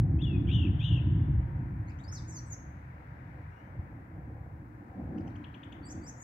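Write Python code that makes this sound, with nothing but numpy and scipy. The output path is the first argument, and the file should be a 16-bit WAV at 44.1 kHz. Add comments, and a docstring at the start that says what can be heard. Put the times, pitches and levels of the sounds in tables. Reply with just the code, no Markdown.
"""Dusk over gardens before a storm: far thunder rolls from the start and fades, over a distant road's hush.
A thrush on the left whistles and trills (sine tones with weak overtones), then two far hoots sound.
A songbird ahead slides two voices at once; the thrush adds a faint reedy phrase. Near the end thunder
growls again (filtered random strokes) while the thrush chips and the songbird sings once more.
Trees and roofs scatter both birds' song into a short haze; the road is filtered noise."""
import sys
import numpy as np
from scipy import signal
from scipy.fft import rfft, irfft, next_fast_len
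from scipy.io import wavfile
from scipy.ndimage import uniform_filter1d, map_coordinates

SR = 44100
rng = np.random.default_rng(int(sys.argv[2]) if len(sys.argv) > 2 else 0)


def output_pcm(signal):
    """Save a mono or channel-first signal as 16-bit PCM at the path in sys.argv[1].

    Samples are clipped to [-1, 1] before scaling.
    """
    pcm = np.clip(np.atleast_2d(signal).T, -1, 1) * 32767
    wavfile.write(sys.argv[1], SR, np.round(pcm).astype(np.int16))


N = 274937
SIZE = next_fast_len(N)  # samples in each Fourier transform
EDGE_S = 0.008  # usual fade of a note, in seconds

# how an open beak passes overtones: [f/Hz of the overtone, level/dB relative to the note, before rasp]
THRUSH_BEAK = [(4500, -42.5), (6300, -31), (7300, -43.5), (8200, -57)]
SONGBIRD_BEAK = [(4000, -27), (6500, -10), (7600, -17.5), (8500, -44), (11000, -31), (12500, -36),
                 (14000, -40)]


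def thunder():
    """Three layers (roll, growl, crackle), each from its own countless random strokes of slightly uneven strength."""
    # course of the thunder: [t/s, roll level/dB, growl level/dB, crackle level/dB], before a random waver
    strength = [(0.03, -24.5, -37.5, -60), (0.6, -27, -38.5, -59), (0.79, -30.5, -43.5, -58.5),
                (0.86, -31, -50, -64.5), (0.93, -24, -37.5, -61), (0.99, -31, -43.5, -60.5),
                (1.08, -25.5, -38, -60), (1.32, -27, -40, -65), (1.41, -31, -45.5, -62),
                (2.07, -41.5, -54, -64.5), (2.22, -38, -51.5, -63), (2.93, -46.5, -60, -65),
                (3.4, -44.5, -54, -61), (3.5, -43, -60, -71), (3.6, -53, -59, -63),
                (3.73, -42.5, -51, -57.5), (4.14, -50, -58, -64.5), (4.19, -41.5, -51.5, -56.5),
                (4.64, -49, -56.5, -65), (4.93, -47.5, -52.5, -60.5), (5.0, -41.5, -38, -52),
                (5.05, -40.5, -45.5, -57), (5.19, -43, -34, -50.5), (5.31, -43.5, -46.5, -58),
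                (5.52, -49, -53.5, -64.5), (5.9, -50, -47, -62.5), (5.99, -42, -43.5, -61.5),
                (6.23, -54, -62.5, -62)]
    # left-right likeness of [roll, growl, crackle], 1 = the same on both sides
    likeness = (.99, .93, .7)
    # tone of each layer: [f/Hz, relative level/dB per Hz]
    roll = [(12, -88), (22, -41), (35, -18), (55, 2), (72, 6.5), (120, 7), (155, 2), (190, -6),
            (240, -50.5), (400, -130)]
    growl = [(80, -120), (150, -52), (185, -1.5), (230, -2), (310, 0), (370, -11.5), (430, -26.5),
             (520, -58.5), (800, -130)]
    crackle = [(200, -100), (350, -33.5), (450, -1), (550, 0.5), (640, -6), (760, 0), (950, -15),
               (1400, -27), (2600, -110)]
    strokes_per_s, stroke_spread_db, waver_db = 1500, 1.43, 1.7
    t = np.arange(N) / SR
    s, *levels_db = np.transpose(strength)
    out = 0
    for tone, db, alike in zip((roll, growl, crackle), levels_db, likeness):
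        struck = rng.random(N) < strokes_per_s / SR
        uneven = undb(stroke_spread_db * rng.exponential(size=N))
        strokes = rng.standard_normal((2, N)) * struck * uneven
        mid, side = (level(colour(v, tone), 0) for v in strokes)
        # level out slow random swells, so that the table sets the slow course
        steady = np.sqrt(uniform_filter1d(mid ** 2, int(.25 * SR)) + 0.025)
        alike = np.clip(alike, 0, 1)
        shared = np.sqrt((1 + alike) / 2) * mid / steady
        opposed = np.sqrt((1 - alike) / 2) * side * np.array([[1], [-1]])
        out = out + (shared + opposed) * undb(np.interp(t, s, db) + waver_db * walk(9))
    return out


def thrush():
    """The left bird: near-sine whistles, trills and chips, and a faint reedy phrase, in a haze."""
    # whistles, one list a note: [t/s, f/Hz, level/dB before waver and final gain]; the last is the reedy phrase
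    whistles = [
        [(.183, 2400, -59.5), (.21, 2850, -54), (.222, 3700, -45), (.229, 3330, -46.5), (.25, 3450, -41.5),
         (.258, 2950, -49), (.3, 2720, -50), (.362, 2480, -51), (.376, 2330, -69)],
        [(.186, 3050, -71.5), (.205, 3350, -59.5), (.218, 3600, -61.5)],
        [(3.5, 2500, -86), (3.535, 2830, -76), (3.6, 2870, -73), (3.625, 3060, -82), (3.68, 3070, -84),
         (3.71, 3250, -99)],
    ]
    # trills: [start t/s, crest t/s, end t/s, base f/Hz at start, at crest, at end, level/dB at the crest,
    # t/s of one flick, gap to the next/ms, gap growth each flick/ms, upper voice's first base f/Hz,
    # its level/dB]; levels before flick dips, edges, waver and final gain
    trills = [(.478, .536, .678, 2080, 3000, 2550, -38.5, .5105, 12.4, .58, 2750, -50.5),
              (.8, .858, .998, 2250, 2980, 2650, -38.5, .8239, 13.26, .28, 3000, -49)]
    # chips: [t/s at the top, top f/Hz, level/dB, second voice's middle f/Hz, its level/dB];
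    # levels before fades, waver and final gain
    chips = [(5.184, 3200, -62, 4700, -75), (5.2783, 3230, -61.5, 6120, -73), (5.361, 3380, -57, 4480, -71),
             (5.447, 3470, -52, 4000, -64), (5.5475, 3480, -53.5, 4020, -69),
             (5.636, 3670, -51, 4600, -78.5), (5.7276, 3620, -54, 4500, -73)]
    notes = [track(rows) for rows in whistles[:-1]]
    for row in trills:
        notes.extend(trill(*row))
    for row in chips:
        notes.extend(chip(*row))
    clear = whistle(notes, THRUSH_BEAK, third_db=-13.0, waver_db=1.4, steady=.15)
    reedy = whistle([track(whistles[-1])], SONGBIRD_BEAK, third_db=-20.5, waver_db=2.2, steady=0.37)
    placed = place(reedy + clear, pan_db=9.5, lag_s=0, haze_db=-8.5, haze_pan_db=10,
                   near_t60=0.15, far_t60=1.15, far_db=-6, sway_s=.00013)
    return placed * undb(-4)


def track(rows):
    """Join a note's table points by straight lines: time, pitch and level at every sample."""
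    s, *columns = np.transpose(rows)
    t = span(s[0], s[-1])
    return [t] + [np.interp(t, s, c) for c in columns]


def trill(s, crest_s, end_s, from_hz, crest_hz, end_hz, db, flick_s, gap_ms, slowing_ms,
          upper_from_hz, upper_db):
    """Pitch creeps up to a sharp flick and drops, turn by turn; a second voice flicks out of step until the crest."""
    flick_sharp, flick_lean = 3.2, .12  # no units: narrower peaks, steeper drop
    flick_hz, flick_grow_s, flick_dip_db = 662, .025, -5.5  # each flick is softer at its peak
    droop_hz, droop_s = 280, .015  # the base sinks at the very end
    swell_db, sag_db = -11.5, -6.5  # start and end, relative to the crest
    upper_lead_s, upper_to_hz, upper_flick_hz = 0.012, 3580, 383
    n = np.arange(-8, 17.)  # flick numbers
    peak_s = flick_s + (gap_ms * n + slowing_ms * n ** 2 / 2) / 1000

    def flick(t, shift):
        """Height of the flick, 0 to 1, its turns moved by a share of one turn."""
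        turn = np.pi * (np.interp(t, peak_s, n) + shift)
        leaning = turn + flick_lean * (1 - np.cos(2 * turn))
        return np.abs(np.cos(leaning)) ** flick_sharp

    t, knots = span(s, end_s), [s, crest_s, end_s]
    grown = np.clip(np.minimum(t - s, end_s - t) / flick_grow_s, 0, 1)
    base_hz = np.interp(t, knots, [from_hz, crest_hz, end_hz]) - droop_hz * np.exp((t - end_s) / droop_s)
    hz = base_hz + flick_hz * grown * flick(t, 0)
    breath_db = db + np.interp(t, knots, [swell_db, 0, sag_db]) + edges(t, EDGE_S, EDGE_S)
    lower = t, hz, breath_db + flick_dip_db * flick(t, 0)

    u = span(s - upper_lead_s, crest_s)
    upper_hz = np.linspace(upper_from_hz, upper_to_hz, len(u)) + upper_flick_hz * flick(u, .5)
    upper = u, upper_hz, upper_db + edges(u, upper_lead_s, upper_lead_s)
    return lower, upper


def chip(s, top_hz, db, second_hz, second_db):
    """One voice leaps up and down in a blink; the other rises very briefly just before the top."""
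    half_s, drop, lead_s = .008, .45, .006  # half length, share of pitch lost at the ends, second voice's lead
    u = np.arange(-1, 1, 1 / (half_s * SR))  # -1 at the start, 0 at the top
    fade_db = 20 * np.log10(np.cos(np.pi * u / 2) + 1e-3)
    leap = s + u * half_s, top_hz * (1 - drop * np.abs(u) ** 0.91), db + fade_db
    second = s - lead_s + u * half_s, second_hz * (1 + 0.3 * u), second_db + 12 * fade_db
    return leap, second


def songbird():
    """The bird ahead: slides and arches from both sides of its voice box; noisy splashes join it in the haze."""
    # slides of either voice: [start t/s, length/s, from f/Hz, to f/Hz, haste (early above 0, late below),
    # level/dB before carry, edges, waver and final gain]
    slides = [ (1.862, .048, 1980, 2850, -2.5, -50), (1.985, .032, 2250, 3790, 5.5, -55.5),
              (2.035, 0.022, 3280, 4740, 7, -55), (2.074, 0.03, 3970, 5330, 7, -53),
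              (2.114, 0.084, 7060, 3430, 0.85, -49.5), (2.118, 0.082, 9650, 4620, 2, -51),
              (2.268, .127, 7080, 4010, -.3, -56.5), (2.271, 0.13, 8520, 5550, 0.1, -52),
              (2.456, .034, 8100, 7550, .4, -56), (2.498, .02, 7050, 6700, .4, -51),
              (2.517, .024, 6650, 6150, .4, -51), (2.536, 0.02, 6000, 5470, 1, -55.5),
              (5.845, .051, 8230, 7200, 1.5, -53.5), (5.906, .026, 8900, 6390, 3, -52.5),
              (6.032, 0.0432, 7860, 7180, 1, -54), (6.079, 0.026, 8700, 5800, 1.5, -52.5),
              (6.168, 0.051, 7160, 6870, -1, -56), (6.209, 0.022, 8680, 7400, .3, -53),
              (6.216, .02, 6800, 6100, 1, -54)]
    # held notes that swoop up: [start t/s, top t/s, held f/Hz, top f/Hz, top level/dB, held level/dB],
    # levels before edges, waver and final gain
    arches = [(5.822, 5.905, 4594, 6350, -55.5, -64.5), (6.013, 6.08, 4685, 6320, -51, -67.5)]
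    notes = [glide(*row) for row in slides] + [arch(*row) for row in arches]
    song = whistle(notes, SONGBIRD_BEAK, third_db=-11.0, waver_db=2.2, steady=2.7)
    placed = place(song + splashes(), pan_db=0.33, lag_s=.00023, haze_db=-1.6, haze_pan_db=0.27,
                   near_t60=0.052, far_t60=0.49, far_db=-8, sway_s=.00013)
    return placed * undb(-2.5)


def glide(s, length, from_hz, to_hz, haste, db):
    """A slide between two pitches, done early or late by its haste, louder where the voice carries."""
    # how well the voice carries at each pitch: [f/Hz, level change/dB]
    carry = [(2000, -18.5), (2700, 0), (3500, -14), (5000, -4), (6500, 4), (7500, -8.5), (8400, -13),
             (9500, -23)]
    attack_share = 0.21  # of the slide's length
    t = span(s, s + length)
    done = np.expm1(-haste * (t - s) / length) / np.expm1(-haste - 1e-9)
    hz = from_hz + (to_hz - from_hz) * done
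    carry_db = np.interp(hz, *np.transpose(carry))
    return t, hz, db + carry_db + edges(t, attack_share * length, EDGE_S)


def arch(s, top_s, held_hz, top_hz, db, held_db):
    """A note scooped into and held swoops ever faster to its top, louder as it climbs, then drops away."""
    swoop_s, drop_s, drop_hz, scoop_hz, scoop_s = .014, .018, 1210, 403, 0.0055
    t = span(s, top_s + drop_s)
    climb = np.exp(-(np.maximum(top_s - t, 0) / swoop_s) ** 1.4)
    scoop = scoop_hz * np.exp((s - t) / scoop_s)
    fall = drop_hz * np.maximum(t - top_s, 0) / drop_s
    hz = held_hz - scoop + (top_hz - held_hz) * climb - fall
    return t, hz, held_db + (db - held_db) * climb + edges(t, 2 * EDGE_S, EDGE_S)


def splashes():
    """Short noisy splashes: a few milliseconds of noise in a resonance."""
    # the first rows go with the songbird's slides (the one near 1400 Hz is a low noisy blip under a slide),
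    # those after 5 s with the thrush's chips:
    # [start t/s, centre f/Hz, width/Hz of one resonance pass, level/dB before the final gain]
    splash_rows = [(1.916, 4240, 1300, -77), (2.036, 6900, 1210, -69.5), (2.123, 1410, 300, -52.5),
                   (5.181, 5730, 1500, -73.5), (5.206, 4570, 1510, -76), (5.276, 5770, 1600, -71),
                   (5.301, 3970, 1000, -80), (5.361, 6170, 1200, -76), (5.547, 6240, 1200, -80),
                   (5.638, 6740, 1200, -79), (5.723, 6570, 1200, -73)]
    out, t = np.zeros(N), np.arange(int(0.014 * SR)) / SR
    shape = np.sin(np.pi * t / t[-1]) ** 2 * np.exp(-t / 0.0015)
    for s, hz, width, db in splash_rows:
        burst = ring(rng.standard_normal(len(t)) * shape, hz, width)
        start = int(s * SR)
        out[start:start + len(t)] += level(burst, db)
    return out


def ring(x, hz, width):
    """A broad resonance, passed twice so that the sound falls away steeply on either side."""
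    b, a = signal.iirpeak(hz, hz / width, SR)
    return signal.lfilter(b, a, signal.lfilter(b, a, x))


def hoots():
    """Two faint far hoots: soft tones of steady pitch, stronger on the left."""
    # hoots: [start t/s, length/s, f/Hz, level/dB before edges, waver and side gains]
    calls = [(.88, .44, 971, -65), (1.36, .32, 937, -64)]
    notes = []
    for s, length, hz, db in calls:
        t = span(s, s + length)
        notes.append((t, np.full(len(t), float(hz)), db + edges(t, .04, .04)))
    tone = whistle(notes, THRUSH_BEAK, third_db=-21.5, waver_db=2.8, steady=.3)
    return tone * undb([[-1.], [-7.]])  # left, right


def road():
    """A distant hush of filtered noise, mostly from the left; parts of it breathe a little on their own."""
    # tone of the hush: [f/Hz, relative level/dB per Hz]
    tone = [(240, -29.5), (400, -4), (586, -14.5), (665, -5), (795, -7), (974, -3.5), (1120, -10),
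            (1480, -7), (1620, -6), (1790, -6.5), (2200, -11), (3130, -31.5), (8340, -46), (10800, -61),
            (18300, -120)]
    # left-right likeness: [f/Hz, likeness from -1 to 1]
    likeness = [(60, 0.93), (120, 0.53), (240, 0.66), (490, 0.2), (970, -0.61), (1960, 0.0039),
                (3930, 0.01), (7890, -0.3)]
    # side it comes from: [f/Hz, left minus right level/dB]
    balance = [(60, 14), (100, 2.5), (180, 1), (310, 2), (520, 6), (900, 2.5), (1550, 5.5), (2670, 13),
               (4590, -1), (7890, -3.5)]
    # slow swell and ebb: [t/s, relative level/dB]
    tide = [(0, -1), (.63, 2), (1.77, 0.5), (3.56, 1), (4.63, -1.5), (5.38, 2.5), (6.23, 0.5)]
    road_db, waver_db = -61, 1.  # level of the two sides' average, depth of the breathing
    a, b = rfft(rng.standard_normal((2, SIZE)))
    alike, pan = np.clip(across(likeness), -1, 1), undb(across(balance) / 2)
    apart = np.sqrt(1 - alike ** 2)
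    pair = np.array([a * pan, (alike * a + apart * b) / pan])
    average_gain = np.abs(pan / 2 + alike / pan / 2 + .5j * apart / pan)
    pair *= undb(across(tone)) / average_gain  # the average of both sides takes the tone
    octave = np.log2(np.arange(SIZE // 2 + 1) * SR / SIZE + 1)
    swell = undb(np.interp(np.arange(N) / SR, *np.transpose(tide)))
    out = 0
    for k in range(7, 15):  # overlapping parts, an octave apart
        part = irfft(pair * np.clip(1 - np.abs(octave - k), 0, 1), SIZE)[:, :N]
        out = out + part * swell * undb(waver_db * walk(1.6))
    return out * undb(road_db) / np.std(out.mean(axis=0))


def whistle(notes, beak, third_db, waver_db, steady):
    """Near-sine notes from (times, pitch, dB) tracks, with weak overtones and an unsteady breath."""
    out = np.zeros(N)
    rasp = steady + walk(900)  # the overtones come and go faster than the note
    for t, hz, db in notes:
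        i = np.round(t * SR).astype(int)
        phase = 2 * np.pi * np.cumsum(hz) / SR
        second, third = (undb(np.interp(k * hz, *np.transpose(beak))) * np.sin(k * phase) for k in (2, 3))
        overtones = rasp[np.minimum(i, N - 1)] * (second + undb(third_db) * third)
        loudness = np.sqrt(2) * undb(db) * signal.windows.tukey(len(t), .12)
        note = loudness * (np.sin(phase) + overtones)
        inside = i < N
        out[i[inside]] += note[inside]
    return out * undb(waver_db * walk(150))


def place(x, pan_db, lag_s, haze_db, haze_pan_db, near_t60, far_t60, far_db, sway_s):
    """Direct sound on both sides (left later by lag_s), plus scatter from near leaves and far trees and roofs."""
    # colour of the haze, fuller near 3 to 4 kHz and 8 kHz, weaker near 6 and 12 kHz: [f/Hz, level change/dB]
    haze_colour = [(2000, 2), (3000, 3.5), (3700, 3.5), (4200, 1), (4600, 1), (6300, -1), (8000, 5),
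                   (9000, 3), (12000, -2.5)]
    t = np.arange(int(1.2 * SR)) / SR
    fall = undb(-60 * t / near_t60) + undb(far_db - 60 * t / far_t60)  # t60: seconds to fall 60 dB
    shape = fall * np.minimum(t / 0.004, 1)
    haze = 0
    for _ in range(2):  # groups of branches sway apart, so held notes blur in the scatter
        scatter = level(rng.standard_normal((2, len(t))) * shape, haze_db) / np.sqrt(2 * len(t))
        moved = map_coordinates(x, [np.arange(N) + sway_s * SR * walk(70)], order=3)
        haze = haze + signal.fftconvolve(moved[None], scatter, axes=1)[:, :N]
    left = np.roll(x, int(round(lag_s * SR))) * undb(pan_db / 2)
    right = x * undb(-pan_db / 2)
    return np.array([left, right]) + colour(haze, haze_colour) * undb([[haze_pan_db / 2], [-haze_pan_db / 2]])


def span(start, end):
    """Sample times of a note, in seconds."""
    return np.arange(int(start * SR), int(end * SR)) / SR


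def edges(t, attack_s, release_s):
    """Fade a note in and out: level change in dB, lowest at -22 dB."""
    nearness = 1 - np.minimum((t - t[0]) / attack_s, (t[-1] - t) / release_s)
    return -22 * np.clip(nearness, 0, 1) ** 2


def walk(rate):
    """Random values, rate new ones a second, smoothed twice into a wandering curve; spread near 1."""
    k = int(SR / rate)
    held = np.repeat(rng.standard_normal(N // k + 1), k)
    return 4 / 3 * uniform_filter1d(uniform_filter1d(held, k), k)[:N]


def undb(db):
    """Turn dB into a factor on the wave's height."""
    return 10 ** (np.asarray(db) / 20)


def level(x, db):
    """Scale a sound to an average (root mean square) level in dB."""
    return x * undb(db) / np.sqrt(np.mean(x ** 2))


def across(table):
    """Read a table of (Hz, value) at every spectral bin, straight on a log axis."""
    hz, value = np.transpose(table)
    return np.interp(np.log(np.arange(SIZE // 2 + 1) * SR / SIZE + 1), np.log(hz), value)


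def colour(x, table):
    """Make each pitch region louder or softer by a table of (Hz, dB)."""
    return irfft(rfft(x, SIZE) * undb(across(table)), SIZE)[..., :N]


def scene():
    """Add the thunder, both birds, the hoots and the road, left and right."""
    return thunder() + thrush() + songbird() + hoots() + road()


def record(dry):
    """The microphone adds a faint bright hiss; a steep filter then cuts the top."""
    # tone of the hiss: [f/Hz, relative level/dB per Hz]
    hiss_tone = [(3000, -7), (9500, -4), (12000, 0), (16000, 0.5)]
    hiss_db, top_hz = -82.3, 15700  # hiss level before the cut, frequency of the cut
    hiss = level(colour(rng.standard_normal((2, N)), hiss_tone), hiss_db)
    top_cut = signal.ellip(10, .2, 70, top_hz, fs=SR, output="sos")
    return signal.sosfilt(top_cut, dry + hiss)


dry = scene()
out = record(dry)
output_pcm(out)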